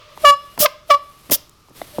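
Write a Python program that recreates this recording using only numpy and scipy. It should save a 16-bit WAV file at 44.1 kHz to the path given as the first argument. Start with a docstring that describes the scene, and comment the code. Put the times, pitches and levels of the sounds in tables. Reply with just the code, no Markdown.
"""A light tap, then a rubber bulb horn honks twice, pumped by a boot on the carpet of a small room.
Each time the boot lifts, the bulb refills and sounds the reed; the honks ring on in the room.
Each of two stamps chokes the reed: a tap, a thump and a hiss of air, the first ending in a squawk.
Trousers rustle, and the boot knocks twice as it settles."""
import sys
import numpy as np
from scipy import signal
from scipy.fft import rfft, irfft
from scipy.io import wavfile

SR = 44100
rng = np.random.default_rng(int(sys.argv[2]) if len(sys.argv) > 2 else 0)


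def put_to_file(sound):
    """Save the sound as 16-bit audio at rate SR, in the file named by the first command-line argument."""
    columns = np.atleast_2d(sound).T  # one column per channel
    safe = np.clip(columns, -1, 1)
    whole_steps = np.round(safe * 32767)
    wavfile.write(sys.argv[1], SR, whole_steps.astype(np.int16))


N = 88200
T = np.arange(N) / SR

# reed notes: t/s, f/Hz, fundamental/dB, octave/dB, overtones/dB
FIRST_HONK = [(.222, 600.8, -63, -107, -75), (.243, 627.5, -13, -29, -45.5), (.248, 621.6, -8, -9.5, -23),
              (.253, 574, -18, -6.5, -14.5), (.302, 574.7, -17, -7.5, -13.5), (.315, 567, -23.5, -9, -29),
              (.338, 572.6, -29, -12.5, -33.5), (.358, 562.8, -33.5, -33, -51.5),
              (.41, 578.4, -65, -43.5, -78)]
SECOND_HONK = [(.884, 602.2, -62.5, -88.5, -71), (.901, 671, -17, -28.5, -38),
               (.9055, 623.4, -9, -11, -23.5), (.910, 569.8, -16, -6.5, -15.5), (.930, 577.2, -23, -9, -25),
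               (.937, 585.5, -23, -14.5, -32.5), (.946, 565.9, -21, -8, -26.5),
               (.964, 574.5, -29, -20.5, -48.5), (.995, 565, -54, -47, -73)]
SQUAWK_NOTE = [(.605, 607.7, -40.5, -57.5, -53.5), (.619, 610, -23, -53.5, -55),
               (.629, 596, -13, -23.5, -44), (.643, 583.7, -22, -33.5, -27), (.651, 609.1, -11, -15, -54),
               (.657, 634, -11.5, -14, -21.5), (.661, 553.2, -20, -14, -11),
               (.666, 505.5, -31, -20.5, -21.5), (.68, 520, -44, -46, -53.5)]
# overtone envelopes: f/Hz, level/dB
FIRST_COLOUR = [(1720, -1), (2290, -4), (2870, 1.5), (3440, -8.5), (4020, -12.5), (5000, -10.5),
                (6100, -22), (7100, -9.5), (8100, -26), (9200, -19), (17000, -34)]
SECOND_COLOUR = [(1720, -1.5), (2290, 3.5), (3440, -2), (4020, -5.5), (5600, -7), (7400, -25.5),
                 (17000, -44)]
SQUAWK_COLOUR = [(1700, 2.5), (3000, 5.5), (4500, -4.5), (6000, -3), (9000, -29.5), (17000, -34.5)]
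# air puffs, low gusts: f/Hz, level/dB
PUFF_SPECTRUM = [(1200, -16), (2000, -4), (5500, 2.5), (8000, -6), (17000, -13)]
GUST_SPECTRUM = [(20, -5.5), (60, -6), (140, -14), (300, -16.5), (700, -11.5), (2000, -66)]
WAVER_HZ, SHIMMER_HZ, SHIMMER_DB, GUST_DB = 350, 70, .55, -27

def reed(note, colour, air_db, jitter):
    """The reed starts sharp and pure, then locks to the pipe and gains overtones; each opening puffs."""
    times, hz, *levels = np.transpose(note)
    pitch_hz = np.interp(T, times, hz) * (1 + jitter * waver(WAVER_HZ))
    phase = 2 * np.pi * np.cumsum(pitch_hz) / SR
    gate = (T > times[0]) * (T < times[-1])
    fundamental, octave, overtones = (amp(np.interp(T, times, db)) * gate for db in levels)
    buzz = 0
    for k in range(3, 32):
        level_db = read(colour, k * np.median(hz)) + SHIMMER_DB * np.sqrt(k) * waver(SHIMMER_HZ)
        buzz += amp(level_db) * np.sin(k * phase + k * k * np.pi / 10)
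    tone = np.sqrt(2) * (fundamental * np.sin(phase) + octave * np.sin(2 * phase))
    puffs = amp(air_db) * unit((1 + np.sin(phase)) * noise(PUFF_SPECTRUM))
    gusts = amp(GUST_DB) * np.sqrt(overtones * octave) * noise(GUST_SPECTRUM)
    return tone + overtones * (unit(buzz) + puffs) + gusts


# reed rasps: t/s, half length/s, level/dB
RASPS = [(.252, 0.0015, -21), (.306, 0.0055, -26), (.908, 0.006, -18), (.941, .008, -31),
         (.661, .004, -17.5)]
# reed resonances: f/Hz, level/dB
RASP_SPECTRUM = [(300, -9.5), (800, -1.5), (1500, -6.5), (2000, 13), (2600, -7), (3050, 11), (4000, -5),
                 (5300, 3.5), (8000, -17.5), (18000, -22)]

def rasp(at_s, half_s, db):
    """The reed flutters irregularly as it catches or lets go."""
    return amp(db) * np.exp(-((T - at_s) / half_s) ** 2) * noise(RASP_SPECTRUM)


# faint toots: t/s, half length/s, level/dB
TOOTS = [(1.36, .0051, -35.5), (1.956, .018, -39.5)]

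def toot(at_s, half_s, db, hz=595):
    """The bulb shifts; a little air barely sounds the reed."""
    return amp(db) * np.exp(-((T - at_s) / half_s) ** 2) * np.sqrt(2) * np.sin(2 * np.pi * hz * T)


# stamps: t/s, rise/s, hold until/s, release/s, level/dB
HISSES = [(0.589, 0.018, .645, 0.019, -11.5), (1.308, .012, 1.349, 0.022, -11.5)]
# escaping air: f/Hz, level/dB
HISS_SPECTRUM = [(2400, -14), (3200, -4), (4000, -8.5), (5200, -1.5), (7500, -6), (10000, -3.5), (12500, 1),
                 (15000, 0.5), (18000, -7.5)]
SAG_DB_PER_S = 58

def hiss(at_s, rise_s, until_s, release_s, db):
    """Air rushes past the choked reed while the bulb flattens."""
    attack = np.clip((T - at_s) / rise_s, 0, 1) ** .89
    release = np.clip(1 - (T - until_s) / release_s, 0, 1) ** 2
    sag_db = SAG_DB_PER_S * since(at_s + rise_s)
    return amp(db - sag_db) * attack * release * noise(HISS_SPECTRUM)


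# sole strikes: t/s, level/dB, f/Hz, decay/s, click/dB
SOLE_KNOCKS = [(.175, -21, 886, 0.0016, -32.5), (0.5772, -23.5, 1020, 0.0024, -21),
               (0.6026, -22.5, 208, 0.0031, -18.5), (1.2982, -20, 1000, 0.0015, -18.5),
               (1.3151, -18, 577, 0.0057, -28), (1.3227, -18.5, 258.4, 0.0042, -29),
               (1.685, -35, 914, 0.0013, -44), (1.8162, -13, 655, 0.002, -35),
               (1.9844, -4, 542, 0.0016, -60), (1.9894, -15.5, 315, 0.0039, -54)]
# sole modes: frequency ratio, level/dB, decay ratio
SOLE_MODES = [(.48, -14, 2.42), (1, 8, 0.58), (1.5, -12.5, 0.88)]
# sole click: f/Hz, level/dB
CLICK_SPECTRUM = [(1000, 7.5), (2300, 1), (12000, -15.5), (18000, -19.5)]

def knock(at_s, db, hz, decay_s, click_db, rise_s=.00098):
    """The rubber sole strikes: damped modes without deep bass, and a click."""
    t = since(at_s)
    modes = sum(amp(mode_db) * np.sin(2 * np.pi * hz * f_ratio * t) * np.exp(-t / (decay_s * stretch))
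                for f_ratio, mode_db, stretch in SOLE_MODES)
    attack = (1 - np.exp(-t / rise_s)) ** 2
    body = signal.lfilter(*signal.butter(1, hz / 2, "high", fs=SR), attack * modes)
    return 2 * amp(db) * body + click(at_s, click_db, CLICK_SPECTRUM)


# carpet thumps: t/s, level/dB
CARPET_THUMPS = [(0.587, -28), (0.606, -27.5), (1.303, -28), (1.319, -22.5), (1.708, -43), (1.991, -32)]
# dull impact: f/Hz, level/dB
THUMP_SPECTRUM = [(25, -19), (90, -4.5), (160, 8), (280, 8.5), (580, 2), (2000, -17), (6000, -69.5)]

def thump(at_s, db, rise_s=.0046, fall_s=.0076):
    """The boot's weight meets the carpet."""
    envelope = np.exp(-np.maximum((at_s - T) / rise_s, (T - at_s) / fall_s))
    return amp(db) * envelope * noise(THUMP_SPECTRUM)


# jolts: t/s, level/dB
HORN_JOLTS = [(1.3205, -21.5), (1.8166, -27)]
# metal body: f/Hz, level/dB, decay/s
METAL_MODES = [(2034, 0, 0.0026), (3770, -4.5, 0.0024)]

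def clink(at_s, db):
    """The boot jolts the horn's metal body; the carpet damps it at once."""
    t = since(at_s)
    return sum(amp(db + mode_db) * np.sin(2 * np.pi * hz * t) * np.exp(-t / decay_s)
               for hz, mode_db, decay_s in METAL_MODES)


# leather ticks: t/s, level/dB
LEATHER_TICKS = [(1.495, -41), (1.696, -47)]
# leather snap: f/Hz, level/dB
TICK_SPECTRUM = [(3000, -19), (8000, -2), (18000, -12)]

def click(at_s, db, spectrum, decay_s=.0015, highpass_hz=500):
    """A snap of leather or sole, too light to carry bass."""
    burst = amp(db) * (T >= at_s) * np.exp(-since(at_s) / decay_s) * noise(spectrum)
    return signal.lfilter(*signal.butter(2, highpass_hz, "high", fs=SR), burst)


# cloth envelope: t/s, level/dB
CLOTH_LEVEL = [(0, -80), (.18, -50.5), (.24, -36.5), (.35, -58.5), (.56, -49.5), (.7, -72), (.85, -66),
               (.89, -44.5), (1, -58.5), (1.13, -54), (1.29, -50), (1.39, -52.5), (1.51, -63.5),
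               (1.72, -62.5), (1.77, -42.5), (1.87, -46.5), (2, -41.5)]
# cloth: f/Hz, level/dB
CLOTH_SPECTRUM = [(200, 11), (1500, 1.5), (3500, 4.5), (7000, -2.5), (9500, 0), (12500, 2), (16000, -11)]

def rustle(flicker_db=1.2):
    """Trousers rustle as the leg moves."""
    level_db = np.interp(T, *np.transpose(CLOTH_LEVEL)) + flicker_db * waver(hz=44)
    return amp(level_db) * noise(CLOTH_SPECTRUM)


# bell and pipe resonances: f/Hz, width/Hz, level/dB
BELL_MODES = [(1144, 3, -23), (1133, 3.5, -26), (2872, 2, -19), (3445, 4, -14), (4021, 3.5, -11),
              (5168, 5, -5.5)]

def bell_ring(x):
    """Narrow resonances of the horn's bell and pipe outlast the reed; the close pair beats."""
    tail = 0
    for hz, width_hz, db in BELL_MODES:
        envelope = amp(db) * 2 * np.pi * width_hz / SR * np.exp(-np.pi * width_hz * T)
        tail += envelope * np.cos(2 * np.pi * hz * T)
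    return signal.fftconvolve(x, tail)[:N]


# reverberation time: f/Hz, T60/s
REVERB_T60 = [(600, 0.42), (1150, 0.5), (3000, 0.48), (6000, 0.3)]
# reverberation: f/Hz, level/dB
REVERB_SPECTRUM = [(200, -29), (600, -18), (3000, -19.5), (5500, -18), (8000, -27), (16000, -33.5)]

def reverb(x, onset_s=.016):
    """The room's weak diffuse tail; each band dies at its own rate."""
    hz, t, bands = signal.stft(rng.standard_normal(SR), SR, nperseg=256)
    decay_per_s = np.log(1000) / read(REVERB_T60, hz)[:, None]
    gain = amp(read(REVERB_SPECTRUM, hz))[:, None] * np.sqrt(2 * decay_per_s / SR)
    tail = signal.istft(bands * gain * np.exp(-decay_per_s * t), SR, nperseg=256)[1][:SR]
    return signal.fftconvolve(x, tail * np.minimum(T[:SR] / onset_s, 1))[:N]


# room tone, fading room ring: f/Hz, level/dB
FLOOR_SPECTRUM = [(130, -2.5), (220, -13.5), (400, -11.5), (650, -23.5), (950, -17), (1220, -7),
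                  (1600, -25), (5500, -22), (18000, -49.5)]
LINGER_SPECTRUM = [(300, -31), (480, -10.5), (600, 5.5), (750, -28), (1150, -1), (1500, -16.5), (2900, -10),
                   (5500, -19.5), (9000, -37.5)]
FLOOR_DB, LINGER_DB, LINGER_DB_PER_S = -53.5, -46, -19

def room_tone():
    """Steady room noise under a faint ring that fades from the start."""
    floor = amp(FLOOR_DB) * noise(FLOOR_SPECTRUM)
    return floor + amp(LINGER_DB + LINGER_DB_PER_S * T) * noise(LINGER_SPECTRUM)


def amp(db):
    """dB to gain."""
    return 10 ** (np.asarray(db) / 20)


def unit(x):
    """Scale to rms 1."""
    return x / np.sqrt(np.mean(x ** 2) + 1e-20)


def since(at_s):
    """Seconds after at_s; 0 before."""
    return np.maximum(T - at_s, 0)


def read(points, hz):
    """Interpolate over log frequency."""
    f, value = np.transpose(points)
    return np.interp(np.log(hz + 1), np.log(f + 1), value)


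def noise(spectrum):
    """Coloured noise, rms 1."""
    gain = amp(read(spectrum, np.fft.rfftfreq(N, 1 / SR)))
    return unit(irfft(rfft(rng.standard_normal(N)) * gain, N))


def waver(hz):
    """Random motion slower than hz, rms 1."""
    rolloff = 1 + (np.fft.rfftfreq(N, 1 / SR) / hz) ** 4
    return unit(irfft(rfft(rng.standard_normal(N)) / rolloff, N))


def scene():
    """Horn and boot, close by in the room; mono."""
    horn = reed(FIRST_HONK, FIRST_COLOUR, air_db=-18, jitter=.002)
    horn += reed(SECOND_HONK, SECOND_COLOUR, air_db=-9.5, jitter=.007)
    horn += reed(SQUAWK_NOTE, SQUAWK_COLOUR, air_db=-15.5, jitter=.00798)
    air = sum(hiss(*row) for row in HISSES)
    air += sum(toot(*row) for row in TOOTS)
    air += sum(rasp(*row) for row in RASPS)
    boot = sum(knock(*row) for row in SOLE_KNOCKS)
    boot += sum(thump(*row) for row in CARPET_THUMPS)
    boot += sum(click(*row, TICK_SPECTRUM) for row in LEATHER_TICKS)
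    direct = horn + air + boot + sum(clink(*row) for row in HORN_JOLTS)
    return (direct + bell_ring(horn) + reverb(direct) + rustle() + room_tone())[None]


LOWPASS_HZ = 18400

def record(dry):
    """Soft limit near full scale, then low-pass."""
    limited = dry / (1 + dry ** 8) ** (1 / 8)
    lowpass = signal.firwin(511, LOWPASS_HZ, window=("kaiser", 9), fs=SR)
    return signal.oaconvolve(limited, lowpass[None], "same")


dry = scene()
out = record(dry)
put_to_file(out)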